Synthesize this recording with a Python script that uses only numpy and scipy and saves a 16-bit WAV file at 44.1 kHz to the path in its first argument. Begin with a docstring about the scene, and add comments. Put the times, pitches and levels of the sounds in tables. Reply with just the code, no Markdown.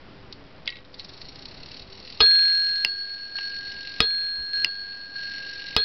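"""A room with a striking clock: levers snap, the train is let go and speeds up to a whirr of teeth.
Two hammers strike two nested bells in turn: decaying sine modes, with noise and short knocks at each blow.
The whirr is noise and tiny ticks rung through a plate; each tooth lands with a tick, the outer hammer chatters.
A small camera with a faint hum of its own hears it through gain control and a roughly 8-bit converter
at a quarter of the sample rate."""
import sys
import numpy as np
from scipy import signal
from scipy.fft import rfft, irfft
from scipy.io import wavfile
from scipy.ndimage import uniform_filter1d

SR = 44100
rng = np.random.default_rng(int(sys.argv[2]) if len(sys.argv) > 2 else 0)


def unload_audio(sound):
    """Save the sound as a 16-bit wav file, at the path given as the first command line argument."""
    columns = np.transpose(np.atleast_2d(sound))
    # keep every value between -1 and 1, then stretch to whole-number steps
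    steps = np.round(np.clip(columns, -1, 1) * 32767)
    wavfile.write(sys.argv[1], SR, steps.astype(np.int16))


def gain_from_db(level_db):
    """Convert decibel levels to linear amplitude factors (20 dB per decade)."""
    decades = np.asarray(level_db, float) / 20
    return 10 ** decades


N = 257544

# moments of the hammer blows on each bell: (time [s])
OUTER_BLOW_S = [2.2038, 4.0035, 5.7642]
INNER_BLOW_S = [2.8484, 4.6461]
# whirr before the blows shake it, with a lull while the first hammer is lifted: (time [s], level [dB])
WHIRR_LEVEL = [(.9, -58), (.99, -43), (1.4, -45.5), (1.82, -43.5), (1.851, -56.5), (1.91, -49.5),
               (1.93, -45.5), (2.19, -45), (2.3, -35.5), (3.5, -39), (5.84, -39)]
WHIRR_START_S = WHIRR_LEVEL[0][0]


def evened(x):
    """Scales to rms 1."""
    return x / np.sqrt(np.mean(x ** 2) + 1e-20)


def add(mix, s, sound):
    """Mixes a sound in at time s."""
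    part = mix[round(s * SR):][:len(sound)]
    part += sound[:len(part)]


def ring(hz, db, t60, seconds, rise):
    """One mode: a sine that builds up with time constant rise (s) and dies by 60 dB in t60 (s)."""
    t = np.arange(round(seconds * SR)) / SR
    return gain_from_db(db - 60 * t / t60) * np.sin(2 * np.pi * hz * t) * (1 - np.exp(-t / rise))


def resonate(x, hz, width):
    """A fixed one-pole resonance of about gain 1 at its centre."""
    pole = np.exp((2j * np.pi * hz - np.pi * width) / SR)
    return 2 * signal.lfilter([1 - abs(pole)], [1, -pole], x).real


def snap(peak_db, hz, t60):
    """A dry click: a dying burst of noise in a wide band, set to its peak."""
    t = np.arange(SR // 20) / SR
    burst = rng.standard_normal(len(t)) * gain_from_db(-60 * t / t60)
    burst = resonate(burst, hz, 0.5 * hz)
    burst = resonate(burst, hz, 0.52 * hz)
    return gain_from_db(peak_db) * burst / abs(burst).max()


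def camera_noise():
    """Low murmur of shaped noise that swells a little, with a lumpy low rumble and faint wavering tones."""
    # spectrum of the murmur: (frequency [Hz], relative level [dB])
    murmur_spectrum = [(10, -11), (22, -0.5), (135, -3), (280, -5), (450, -8.5), (900, -13), (2000, -18.5),
                       (5500, -33)]
    # faint tones: (frequency [Hz], rms level [dB])
    hum_tones = [(130, -64), (279.9, -64.5), (387.6, -62), (506.0, -64.5), (635, -69), (807.5, -71.5)]
    murmur_db, rumble_db = -49.5, -54.5
    bin_hz = np.fft.rfftfreq(N, 1 / SR)
    hz, db = np.transpose(murmur_spectrum)
    shape = gain_from_db(np.interp(np.log(bin_hz + 1), np.log(hz), db))
    murmur = irfft(rfft(rng.standard_normal(N)) * shape, N)
    swell_db = evened(uniform_filter1d(rng.standard_normal(N), 4000))
    out = gain_from_db(murmur_db + swell_db) * evened(murmur)
    # a low rumble comes in slow lumps
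    lump_db = 7.0 * evened(uniform_filter1d(rng.standard_normal(N), 2500))
    lumps = resonate(rng.standard_normal(N), 12, 28) * gain_from_db(lump_db)
    out += gain_from_db(rumble_db) * evened(lumps)
    for tone_hz, tone_db in hum_tones:
        out += gain_from_db(tone_db) * evened(resonate(rng.standard_normal(N), tone_hz, 2.8))
    return out


def room(x):
    """Adds a short tail of sparse random echoes."""
    t = np.arange(SR // 3) / SR
    echoes = (rng.random(len(t)) < 0.05) * rng.choice([-1, 1], len(t))
    tail = echoes * gain_from_db(-60 * t / 0.13) * (t > 0.003)
    return x + gain_from_db(-12.5) * signal.fftconvolve(x, tail / np.linalg.norm(tail))[:N]


def mechanism():
    """Dry snaps of the levers and the first ticks of the teeth, each with a short ring of modes."""
    # modes: (frequency [Hz], level [dB], t60 [s])
    mechanism_modes = [(1922, -13, 0.22), (2150, 9, 0.02), (2700, 2, .022), (3892, -10, 0.11)]
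    # snaps and first ticks: (time [s], peak [dB], centre [Hz], ring against peak [dB])
    mechanism_clicks = [(.326, -23.5, 4340, -30), (0.658, -31.5, 4360, -23), (.667, -34, 2650, -19.5),
                        (.6762, -12.5, 3230, -5.5), (.6915, -21, 2950, -21.5), (.7025, -20, 4680, -10.5),
                        (.7235, -25.5, 2800, -5), (.7555, -31, 3500, -4.5), (0.7683, -30.5, 3850, -6),
                        (.787, -38.5, 2980, -11), (0.8484, -39.5, 4270, -20), (0.943, -29, 4580, -21),
                        (0.996, -23.5, 4010, -19), (3.3853, -16.5, 2750, -42), (3.3871, -28.5, 960, -21)]
    out = np.zeros(N)
    for s, peak_db, centre_hz, ring_db in mechanism_clicks:
        add(out, s, snap(peak_db, centre_hz, 0.022))
        for hz, db, t60 in mechanism_modes:
            add(out, s, ring(hz, peak_db + ring_db + db, t60, 0.12, 0.0025))
    return out


def teeth_passed(t):
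    """Under its air brake the train's speed climbs along a tanh towards the top and creeps on."""
    start_s, gather_s = 0.5236, 1.0275
    top_per_s, creep = 44.05, 0.4262  # teeth/s, teeth/s per s
    first_tooth = 0.281  # teeth
    u = np.maximum(t - start_s, 0)
    climb = top_per_s * gather_s * np.log(np.cosh(u / gather_s))
    return first_tooth + climb + creep * u ** 2 / 2


def whirr_db(t):
    """Level curve of the whirr, as every blow shakes the train louder for a while."""
    rise_s, fade_s = 0.068, 0.26
    db = np.interp(t, *np.transpose(WHIRR_LEVEL))
    # strength of the shake (dB), before its build-up and fading
    for blows, shake_db in ((OUTER_BLOW_S, 5.5), (INNER_BLOW_S, 7)):
        for u in np.maximum(t - np.array(blows)[:, None], 0):
            db += shake_db * (1 - np.exp(-u / rise_s)) * np.exp(-u / fade_s)
    return db


def whirr():
    """Every tooth scrapes in: a clump of tiny ticks over a puff of hiss, rung through the plate."""
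    # the plate that the teeth rattle: (frequency [Hz], width before widening [Hz], level [dB])
    plate_modes = [(2013, 400, -10), (2764, 400, -5.5), (3500, 500, -13), (3822, 220, -10), (4258, 330, -4),
                   (4530, 450, -10), (5437, 270, -4.5)]
    t = np.arange(N) / SR
    teeth = teeth_passed(t)
    each_tooth_db = 1.6 * rng.standard_normal(int(teeth[-1]) + 2)
    tooth_db = each_tooth_db[np.rint(teeth).astype(int)]
    speed = uniform_filter1d(np.gradient(teeth) * SR, 8000) / 45  # as a share of 45 teeth/s
    mesh = 0.26 + 0.5 * speed ** 3 + (0.5 + 0.5 * np.cos(2 * np.pi * teeth)) ** 2.2
    ticks = (rng.random(N) < 2500 / SR) * rng.choice([-1, 1], N)  # about 2500 a second
    ticks = ticks * gain_from_db(3.0 * np.minimum(rng.exponential(1, N), 4))
    # each tick finds some modes more than others
    reach = gain_from_db(4.0 * rng.standard_normal((len(plate_modes), N)))
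    drive = mesh * gain_from_db(tooth_db) * (evened(ticks * reach) + 0.52 * rng.standard_normal(N))
    plate = np.zeros(N)
    for k, (hz, width, db) in enumerate(plate_modes):
        # the lower modes wake up as the train gains speed
        mode_gain = gain_from_db(db - 10.0 * (1.5 - speed) * (hz < 3700))
        rung = resonate(resonate(drive[k], hz, 1.55 * width), hz, 1.55 * width)
        plate += (-1) ** k * mode_gain * rung / np.sqrt(width)
    return evened(plate) * gain_from_db(whirr_db(t)) * (t > WHIRR_START_S)


def tooth_ticks():
    """One sharp tick of chance size as each tooth lands, sinking into the whirr as the train runs on."""
    start_db, spread_db = 12, 4  # mean peak over the whirr at first, and its scatter
    dulling = 1.5  # dB per s
    lead = 0.04  # teeth
    t, out = np.arange(N) / SR, np.zeros(N)
    times = t[1:][np.diff(np.floor(teeth_passed(t) + lead)) > 0]
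    times = times[times > WHIRR_START_S]
    tick_db = whirr_db(times) + start_db - dulling * (times - WHIRR_START_S)
    for s, db in zip(times, tick_db):
        add(out, s, snap(db + spread_db * rng.standard_normal(), 4430, 0.025))
    return out


def chatter(count=9):
    """The outer hammer bounces on its stop after each blow: wide dry ticks, ever closer and mostly softer."""
    # first gap after each blow: (gap [s])
    first_gaps = [.057, .0545, .055]
    # low and high band of a bounce: (centre [Hz])
    bounce_bands = (2400, 4700)
    peak_db, loss_db, spread_db = -16, 1.1, 1.5  # first bounce per band, loss per bounce, scatter
    shrink = 0.87  # each gap against the one before
    out = np.zeros(N)
    for s, gap in zip(OUTER_BLOW_S, first_gaps):
        times = s + np.cumsum(gap * shrink ** np.arange(count))
        for k, at in enumerate(times):
            db = peak_db - loss_db * k + spread_db * rng.standard_normal()
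            add(out, at, sum(snap(db, hz, 0.018) for hz in bounce_bands))
    return out


def bell(pitches, modes, knock_pitches, knock_modes, times, blows, crack_db):
    """Each blow starts the bell's long modes, a short knock of modes and a crack of noise."""
    rings, knocks = np.zeros((2, N))
    # the knock is stifled when the hammer falls back: after 41 ms, time constant 8.7 ms
    stifled = np.exp(-np.maximum(np.arange(SR // 2) / SR - 0.041, 0) / 0.0087)
    t = np.arange(SR // 10) / SR
    for s, (knock_db, contact_ms, low_db, high_db) in zip(times, blows):
        for hz, (db, t60, side) in zip(pitches, modes):
            blow_db = high_db if hz > 4000 else low_db
            add(rings, s, np.sign(side) * ring(hz, db + blow_db, t60, N / SR, 0.011))
        # neighbours start in opposition, so close ones swell after the blow
        for k, (hz, (db, t60)) in enumerate(zip(knock_pitches, knock_modes)):
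            mode = ring(hz, db + knock_db, t60, 0.5, contact_ms / 1000)
            add(knocks, s, (-1) ** k * stifled * mode)
        crack = gain_from_db(knock_db + crack_db - 60 * t / 0.16) * rng.standard_normal(len(t))
        add(knocks, s, crack * stifled[:len(t)] * (1 - np.exp(-1000 * t / contact_ms)))
    return rings, knocks


def inner_bell():
    """The inner bell's ring and knock; close modes of opposite side swing against each other and beat."""
    # long-ringing modes: (frequency [Hz])
    ring_pitches = [1615.75, 1683.0, 3296.6, 4352.1, 4343.1, 4329.3]
    # the same modes: (level [dB], t60 [s], side [+-1])
    ring_modes = [(0, 3.4, 1), (-26.5, 2, 1), (-17.5, 1.2, 1), (0.5, 1.9, 1), (-11, 2.5, -1),
                  (-26, 0.92, 1)]
    # knock through plate and table: (frequency [Hz])
    knock_pitches = [242, 900, 2008, 2770, 4900]
    # the same knock modes: (level [dB], t60 [s])
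    knock_modes = [(-26, 0.058), (-22, 0.006), (-6, 0.018), (-0.5, 0.043), (5, 0.01)]
    # blows: (knock [dB], contact [ms], low ring [dB], high ring [dB])
    hammer_blows = [(1, 0.35, -18.5, -8), (0.16, 0.38, -18, -12.5)]
    return bell(ring_pitches, ring_modes, knock_pitches, knock_modes, INNER_BLOW_S, hammer_blows, -14.5)


def outer_bell():
    """The outer bell's ring and knock, struck first; its close modes of opposite side beat as well."""
    # long-ringing modes: (frequency [Hz])
    ring_pitches = [1582.6, 1648.3, 3463.1, 4256.6, 4247.1]
    # the same modes: (level [dB], t60 [s], side [+-1])
    ring_modes = [(-4, 3.2, -1), (1, 3.5, 1), (-7, 1, 1), (1.5, 2.1, 1), (-27, 0.85, -1)]
    # knock through plate and table: (frequency [Hz])
    knock_pitches = [55, 430, 468, 851, 1249, 2003, 2541, 2960, 3360, 3779, 4694, 5033]
    # the same knock modes: (level [dB], t60 [s])
    knock_modes = [(-8.5, 0.17), (-10, 0.32), (-6.5, 0.15), (-7.5, 0.028), (-0.5, 0.08), (-13, 0.059),
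                   (-1, 0.07), (0, 0.049), (-1, 0.22), (-1.5, 0.17), (-7.5, 0.073), (1, 0.078)]
    # blows: (knock [dB], contact [ms], low ring [dB], high ring [dB])
    hammer_blows = [(-9.5, 2.2, -17.5, -1), (-3, 1.1, -16, -1.5), (-5, 0.96, -15, -1.5)]
    return bell(ring_pitches, ring_modes, knock_pitches, knock_modes, OUTER_BLOW_S, hammer_blows, 2.3)


def dips():
    """Gain of the clock's sound: just after each blow but the first it drops a step, later jumps back."""
    # steps: (drop [s], return [s])
    dip_times = [(2.8495, 3.3552), (4.0055, 4.5335), (4.6472, 5.1565), (5.7662, 6.3)]
    t = np.arange(N) / SR
    return gain_from_db(sum(-9.5 * np.clip((t - a) / 0.0018, 0, 1) * (t < b) for a, b in dip_times))


def scene():
    """The clock in its room, over the camera's noise."""
    noise = camera_noise()
    inner, inner_knock = inner_bell()
    outer, outer_knock = outer_bell()
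    train = mechanism() + whirr() + tooth_ticks()
    clock = outer + inner + room(train + chatter() + inner_knock + outer_knock)
    return (clock * dips() + noise)[None]


def roll_off(x):
    """The treble ends steeply here."""
    return signal.sosfilt(signal.butter(12, 16660, fs=SR, output="sos"), x)


def record(dry):
    """Gain control, a roughly 8-bit converter at a quarter rate, then smoothing whose overshoot clips."""
    full_scale, levels = np.sqrt(0.5), 2 ** 7  # levels on each side of zero
    power = signal.lfilter([0.004], [1, -0.996], dry[0] ** 2)
    power_db = 10 * np.log10(power + 1e-12)
    fall = np.arange(N) * 18.0 / SR  # the held peak recovers at 18 dB a second
    held_db = np.maximum.accumulate(power_db + fall) - fall
    over_db = np.maximum(held_db + 35.0, 0)  # above -35 dB
    ducked = dry[0] / gain_from_db(0.32 * signal.lfilter([0.006], [1, -0.994], over_db))
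    slow = signal.resample_poly(ducked, 1, 4)
    # rounding down leaves a small offset
    steps = np.clip(np.floor(slow / full_scale * levels), -levels, levels + 2)
    smooth = signal.firwin(129, 5500, window=("kaiser", 9), fs=SR)
    back = signal.resample_poly(steps * full_scale / levels, 4, 1, window=smooth)[:N]
    finished = np.clip(back, -full_scale, full_scale)[None]
    return roll_off(finished)


dry = scene()
out = record(dry)
unload_audio(out)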